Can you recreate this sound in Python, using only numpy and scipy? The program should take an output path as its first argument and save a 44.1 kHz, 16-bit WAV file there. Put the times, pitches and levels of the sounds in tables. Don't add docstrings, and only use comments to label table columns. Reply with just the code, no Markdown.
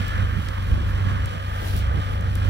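import sys
import numpy as np
from scipy import signal
from scipy.fft import rfft, irfft
from scipy.io import wavfile
from scipy.ndimage import uniform_filter1d, map_coordinates

SR = 44100
rng = np.random.default_rng(int(sys.argv[2]) if len(sys.argv) > 2 else 0)


def store_pcm(level_fs):
    pcm = np.round(np.clip(level_fs, -1, 1) * 32767).astype(np.int16)
    wavfile.write(sys.argv[1], SR, np.atleast_2d(pcm).T)


N = 110161
T_S = np.arange(N) / SR

SHAFT_HZ, PORT_LAG_MS = 22.5, 0.5083
# [f/Hz, gain/dB]
LEFT_SHADE = [(200, -2), (380, -3.5), (520, -4.5), (660, 1.5), (800, 2), (950, 0.5), (1250, -6),
              (1700, -1.5), (2050, -5), (2450, 1), (2950, -3), (4400, -1), (8000, -2.5)]


def undb(db):
    return 10 ** (np.asarray(db) / 20)


def col(table, k):
    a = np.array(table, float)
    return np.interp(T_S, a[:, 0], a[:, k])


def colour(x, points):
    a = np.array(points, float)
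    f_hz = np.maximum(np.fft.rfftfreq(N, 1 / SR), 1)
    gain_db = np.interp(np.log(f_hz), np.log(np.maximum(a[:, 0], 1)), a[:, 1])
    return irfft(rfft(x) * undb(gain_db), N)


def split(x, hz):
    low = signal.sosfiltfilt(signal.butter(4, hz, fs=SR, output="sos"), x)
    return low, x - low


def unit(x):
    return x / np.sqrt(np.mean(x ** 2))


def pan(left_minus_right_db):
    return undb(np.array([left_minus_right_db, -left_minus_right_db]) / 2)


def noise(*shape):
    return rng.standard_normal(shape)


def walk(rate_hz):
    hold = int(SR / rate_hz)
    steps = np.repeat(noise(N // hold + 1), hold)
    return unit(uniform_filter1d(uniform_filter1d(steps, hold), hold)[:N])


def late(x, ms):
    return map_coordinates(x, [np.arange(N) - ms * SR / 1000], mode="mirror")


def tone(hz):
    t_s = T_S - np.array([[PORT_LAG_MS / 1000], [0]])
    return np.sqrt(2) * np.sin(2 * np.pi * (hz * t_s + rng.random()))


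def drone():
    pump_hz, whistle_hz = 95.2, 1725
    # [t/s, shaft order 2/dB, shaft order 3/dB, pump hum/dB, left minus right/dB]
    levels = [(0.0, -55, -36, -25.5, 1), (0.08, -30, -33, -29.5, 4), (0.25, -36.5, -27, -23.5, -3.5),
              (0.49, -35, -34, -34, -5), (0.62, -31, -33, -26, 3), (0.69, -30, -29, -25.5, -2),
              (0.73, -40, -34, -21, 6), (0.78, -32, -26, -26, 0), (0.98, -28, -29, -24.5, -1.5),
              (1.07, -43, -39, -21, -5), (1.19, -29.5, -28, -27, 2), (1.37, -56, -43, -32, -2),
              (1.51, -34.5, -31, -28, 2), (1.63, -36, -38, -28.5, 1.5), (1.74, -28, -27, -26, 2),
              (1.86, -30, -27, -25, -2), (1.96, -33, -25, -26, -4.5), (2.05, -37.5, -35, -29, 4),
              (2.41, -28.5, -25, -23.5, -1.5), (2.49, -38, -30, -23.5, -9)]
    # [multiple of shaft rate, mean level/dB]
    weak_orders = [(4, -60), (5, -49), (8, -51.5), (9, -52.5), (38, -54.5), (54, -48), (74, -56)]
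    # [multiple of pump rate, level re hum/dB]
    pump_overtones = [(2, -21.5), (3, -48)]
    # [f/Hz, mean level/dB]
    whines = [(543, -56.5), (1329, -58), (1381, -62), (1596, -54), (1821, -57), (2047, -67), (2432, -62.5)]
    # [t/s, mean level/dB]
    whistle = [(0, -42.5), (.3, -48), (.5, -51), (1.2, -57), (2.5, -59)]

    orders = undb(col(levels, 1)) * tone(2 * SHAFT_HZ) + undb(col(levels, 2)) * tone(3 * SHAFT_HZ)
    hum = tone(pump_hz)
    for multiple, db in pump_overtones:
        hum = hum + undb(db) * tone(multiple * pump_hz)
    strong = (orders + undb(col(levels, 3)) * hum) * pan(col(levels, 4))

    weak = undb(col(whistle, 1) + 2.5 * walk(13)) * tone(whistle_hz)
    for multiple, db in weak_orders:
        weak = weak + undb(db + 4.8 * walk(6.12)) * tone(multiple * SHAFT_HZ)
    for hz, db in whines:
        weak = weak + undb(db + 3.9 * walk(12)) * tone(hz)
    return strong + [colour(weak[0], LEFT_SHADE), weak[1]]


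def clatter():
    lag_split_hz, bass_hz, treble_hz = 1240, 910, 2320
    bass_db = -34.5
    # [t/s, gain above bass/dB, extra treble gain/dB, lag of lower part at left port/ms]
    levels = [(0, -33.5, 3.5, 0.49), (.2, -33.5, 0.5, 0.58), (.33, -35, -3.5, 0.56), (.45, -36.5, 1, 0.72),
              (.7, -36, -1, 0.67), (.95, -36, -1.5, 0.7), (1.15, -33, -0.5, 0.65), (1.35, -37, 2.5, 0.54),
              (1.6, -36.5, 0, 0.47), (1.75, -38.5, 3.5, 0.46), (1.9, -35.5, -2, 0.51),
              (2.2, -37, 1.5, 0.47), (2.5, -34.5, -1.5, 0.62)]
    # [f/Hz, gain/dB]
    block = [(80, -44), (150, -16), (250, -6.5), (350, -16.5), (500, 2), (650, -5), (860, -4.5),
             (1050, 0.5), (1250, 2), (1500, -1), (1720, -1), (1850, -4.5), (2000, -4.5), (2300, -9.5),
             (2780, -11), (2960, -3), (3090, -5), (3280, -7), (3550, -15), (5000, -21), (7000, -27.5),
             (10000, -30.5), (16000, -38)]
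    # [f/Hz, gain re common noise/dB]
    scatter = [(200, -4), (500, -17), (900, -13), (1500, -5.5), (2400, -4.5), (2950, -8.5), (3600, -4),
               (6000, -4)]

    turn = 2 * np.pi * SHAFT_HZ * T_S
    throb = 1 + 0.098 * np.sin(3 * turn) + 0.11 * np.sin(2 * turn + 1) + 0.011 * np.sin(turn / 3)
    common, left_own, right_own = [unit(colour(throb * noise(N), block)) for _ in range(3)]
    low, high = split(common, lag_split_hz)
    left = late(low, col(levels, 3)) + late(high, PORT_LAG_MS)
    left = colour(left + colour(left_own, scatter), LEFT_SHADE)
    right = common + colour(right_own, scatter)

    body, treble = split(np.array([left, right]), treble_hz)
    bass, body = split(body, bass_hz)
    body = undb(1.0 * walk(18) + 0.84 * walk(59.7)) * body
    treble = undb(col(levels, 2) + 1.33 * walk(16)) * treble
    bass = undb(bass_db + 1.2 * walk(12.87)) * bass
    return undb(col(levels, 1)) * (body + treble) + bass


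def wind():
    band_low_hz, band_high_hz = 110, 350
    # [t/s, level in the band above/dB, left minus right/dB]
    gusts = [(0.0, -31.5, -12), (0.06, -40, 2), (0.24, -32.5, -6), (0.27, -38, -1), (0.4, -33.5, -6),
             (0.42, -37, -7), (0.46, -40, -2), (0.49, -36, -2), (0.55, -43, -1.0), (0.58, -37.5, 2.5),
             (0.65, -37.5, -1), (0.71, -32, -5), (0.78, -34, -2), (0.92, -36.5, -3), (0.97, -33.5, -6),
             (1.02, -38, -3), (1.06, -32.5, -10), (1.1, -34.5, -2), (1.15, -33.5, -3.5), (1.19, -36, 0),
             (1.25, -35, -3), (1.31, -41.5, 5), (1.36, -36, -1), (1.4, -43.5, 0), (1.49, -40, 2),
             (1.52, -43, 1), (1.67, -39.5, 6), (1.71, -37, -2), (1.74, -33.5, -3.5), (1.85, -37.5, -1),
             (1.87, -32.5, -4), (1.91, -35.5, -6), (1.99, -30, -8.0), (2.02, -41.5, 8), (2.09, -37.5, 4),
             (2.21, -37, -3.5), (2.25, -36, -1), (2.41, -36.5, -7), (2.44, -33, -4), (2.5, -28, -10)]
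    # [f/Hz, gain/dB]
    spectrum = [(15, -38), (25, -12), (32, -17), (45, -6), (65, -4.5), (100, -4.5), (160, -14), (250, -21),
                (400, -30.5), (800, -35), (2000, -89)]
    # [f/Hz, gain re each port's own/dB]
    shared_gain = [(30, -0.5), (70, -2.5), (130, 0), (300, 3)]

    left, right, shared = [undb(1.0 * walk(12) + 2.4 * walk(35)) * noise(N) for _ in range(3)]
    shared = colour(shared, shared_gain)
    ports = colour(np.array([left + late(shared, PORT_LAG_MS), right + shared]), spectrum)
    below_top, _ = split(ports, band_high_hz)
    _, band = split(below_top, band_low_hz)
    return undb(col(gusts, 1)) * pan(col(gusts, 2)) * ports / np.std(band)


def thumps():
    half_length_cycles, lag_scale_ms = 0.66, 2.4
    # [t/s, peak/dB, f/Hz, left minus right/dB]
    buffets = [(.248, -20, 64.4, -6), (0.374, -25, 130, -8), (.72, -19.5, 94, -5), (0.737, -10.5, 53, -4.5),
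               (1.068, -21, 109, -15), (1.36, -25.5, 150, -6), (1.875, -27, 130, -5),
               (1.904, -15.5, 69.5, -3), (1.978, -21, 99, -6), (2.299, -23, 70, 0), (2.486, -17, 80.5, -3)]

    out = np.zeros((2, N))
    for s, db, hz, pan_db in buffets:
        right_lag_s = rng.uniform(-1.1, 1) * lag_scale_ms / 1000
        cycles = (T_S - s - np.array([[0], [right_lag_s]])) * hz
        swing = np.exp(-(cycles / half_length_cycles) ** 2) * np.cos(2 * np.pi * cycles)
        out -= undb(db) * pan(pan_db)[:, None] * swing
    return out


def rustle():
    grains_per_s, grain_mean_db, grain_top_db, grain_level_db = 700, 4, 14, -4
    flicker_db = 1.2
    press_s, press_sigma_s, press_db, press_pan_db = 1.673, 0.04, -38.5, 3.2
    # [t/s, level/dB, left minus right/dB]
    levels = [(0, -50, 2), (.1, -58, 2), (.25, -57, 0), (.4, -52.5, -2), (.45, -50, -3), (.52, -53, -1),
              (.7, -53, -9), (.8, -63, -4), (.9, -53.5, -8), (1, -58, -10), (1.25, -57, -3),
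              (1.4, -59.5, -5), (1.5, -52.5, -3), (1.6, -49.5, -1), (1.655, -45, 4), (1.685, -40, 4),
              (1.72, -43.5, -1), (1.75, -45.5, -2), (1.775, -40.5, 1.5), (1.795, -44, 1), (1.815, -50, -3),
              (1.84, -62, -8), (2.1, -57, -8), (2.14, -49.5, -4), (2.18, -57, -3), (2.3, -61, 0),
              (2.36, -51, 0), (2.4, -54, -2), (2.5, -53, -9)]
    # [f/Hz, gain/dB]
    straw = [(800, -41), (2000, 6.5), (4000, 11), (6000, 3.5), (8000, -0.5), (12000, 4.5), (16000, -4.5)]
    # [f/Hz, gain/dB]
    left_bright = [(5000, 1), (9000, 1), (13000, 3.5)]
    # [f/Hz, gain/dB]
    press_spectrum = [(150, -9), (300, 8.5), (900, 1.5), (2500, -10), (5000, -23)]

    size_db = np.minimum(grain_mean_db * rng.exponential(size=(2, N)), grain_top_db)
    hits = rng.random((2, N)) < grains_per_s / SR
    grains = hits * undb(size_db) * np.sign(noise(2, N))
    flicker = undb(1.0 * walk(59.9) + flicker_db * np.array([walk(40.05), walk(40.2)]))
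    hiss = flicker * (noise(2, N) + undb(grain_level_db) * unit(grains))

    swell = np.exp(-.5 * ((T_S - press_s) / press_sigma_s) ** 2)
    press = undb(press_db) * pan(press_pan_db)[:, None] * swell * unit(colour(hiss, press_spectrum))
    dry_straw = unit(colour(np.array([colour(hiss[0], left_bright), hiss[1]]), straw))
    return undb(col(levels, 1)) * pan(col(levels, 2)) * dry_straw + press


def ticks():
    decay_ms, q, snap = .3, .8, 2.5
    # [t/s, peak/dB, f/Hz, left minus right/dB]
    tick_list = [(.082, -26, 11800, 9), (.1565, -30, 3600, 2), (0.4867, -23.5, 4540, 9),
                 (1.259, -22, 7600, 0.5), (1.563, -39, 5000, 6), (1.656, -37, 14500, 5),
                 (1.667, -34, 5000, 5), (1.675, -33, 11500, 5), (1.684, -30, 5500, 7),
                 (1.766, -21, 11500, 9), (1.771, -37, 6500, 4), (1.776, -26, 13500, 5),
                 (1.788, -28, 15000, 2), (1.791, -28, 11000, -3), (2.2105, -30.5, 8000, 2),
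                 (2.3, -40, 6000, 0), (2.3544, -21.5, 8500, 9)]

    out, t_s = np.zeros((2, N)), np.arange(200) / SR
    for s, db, hz, pan_db in tick_list:
        push = noise(2, len(t_s)) * np.exp(-t_s * 1000 / decay_ms) + snap * (t_s == 0)
        b, a = signal.iirpeak(hz, q, SR)
        y = signal.lfilter(b, a, signal.lfilter(b, a, push))
        y = y / np.abs(y).max(axis=1, keepdims=True)
        i = int(s * SR)
        out[:, i:i + len(t_s)] += undb(db) * pan(pan_db)[:, None] * y
    return out


def scene():
    return drone() + clatter() + wind() + thumps() + rustle() + ticks()


def record(dry):
    top_hz = 15900
    return signal.sosfilt(signal.ellip(10, .2, 80, top_hz, fs=SR, output="sos"), dry)


dry = scene()
out = record(dry)
store_pcm(out)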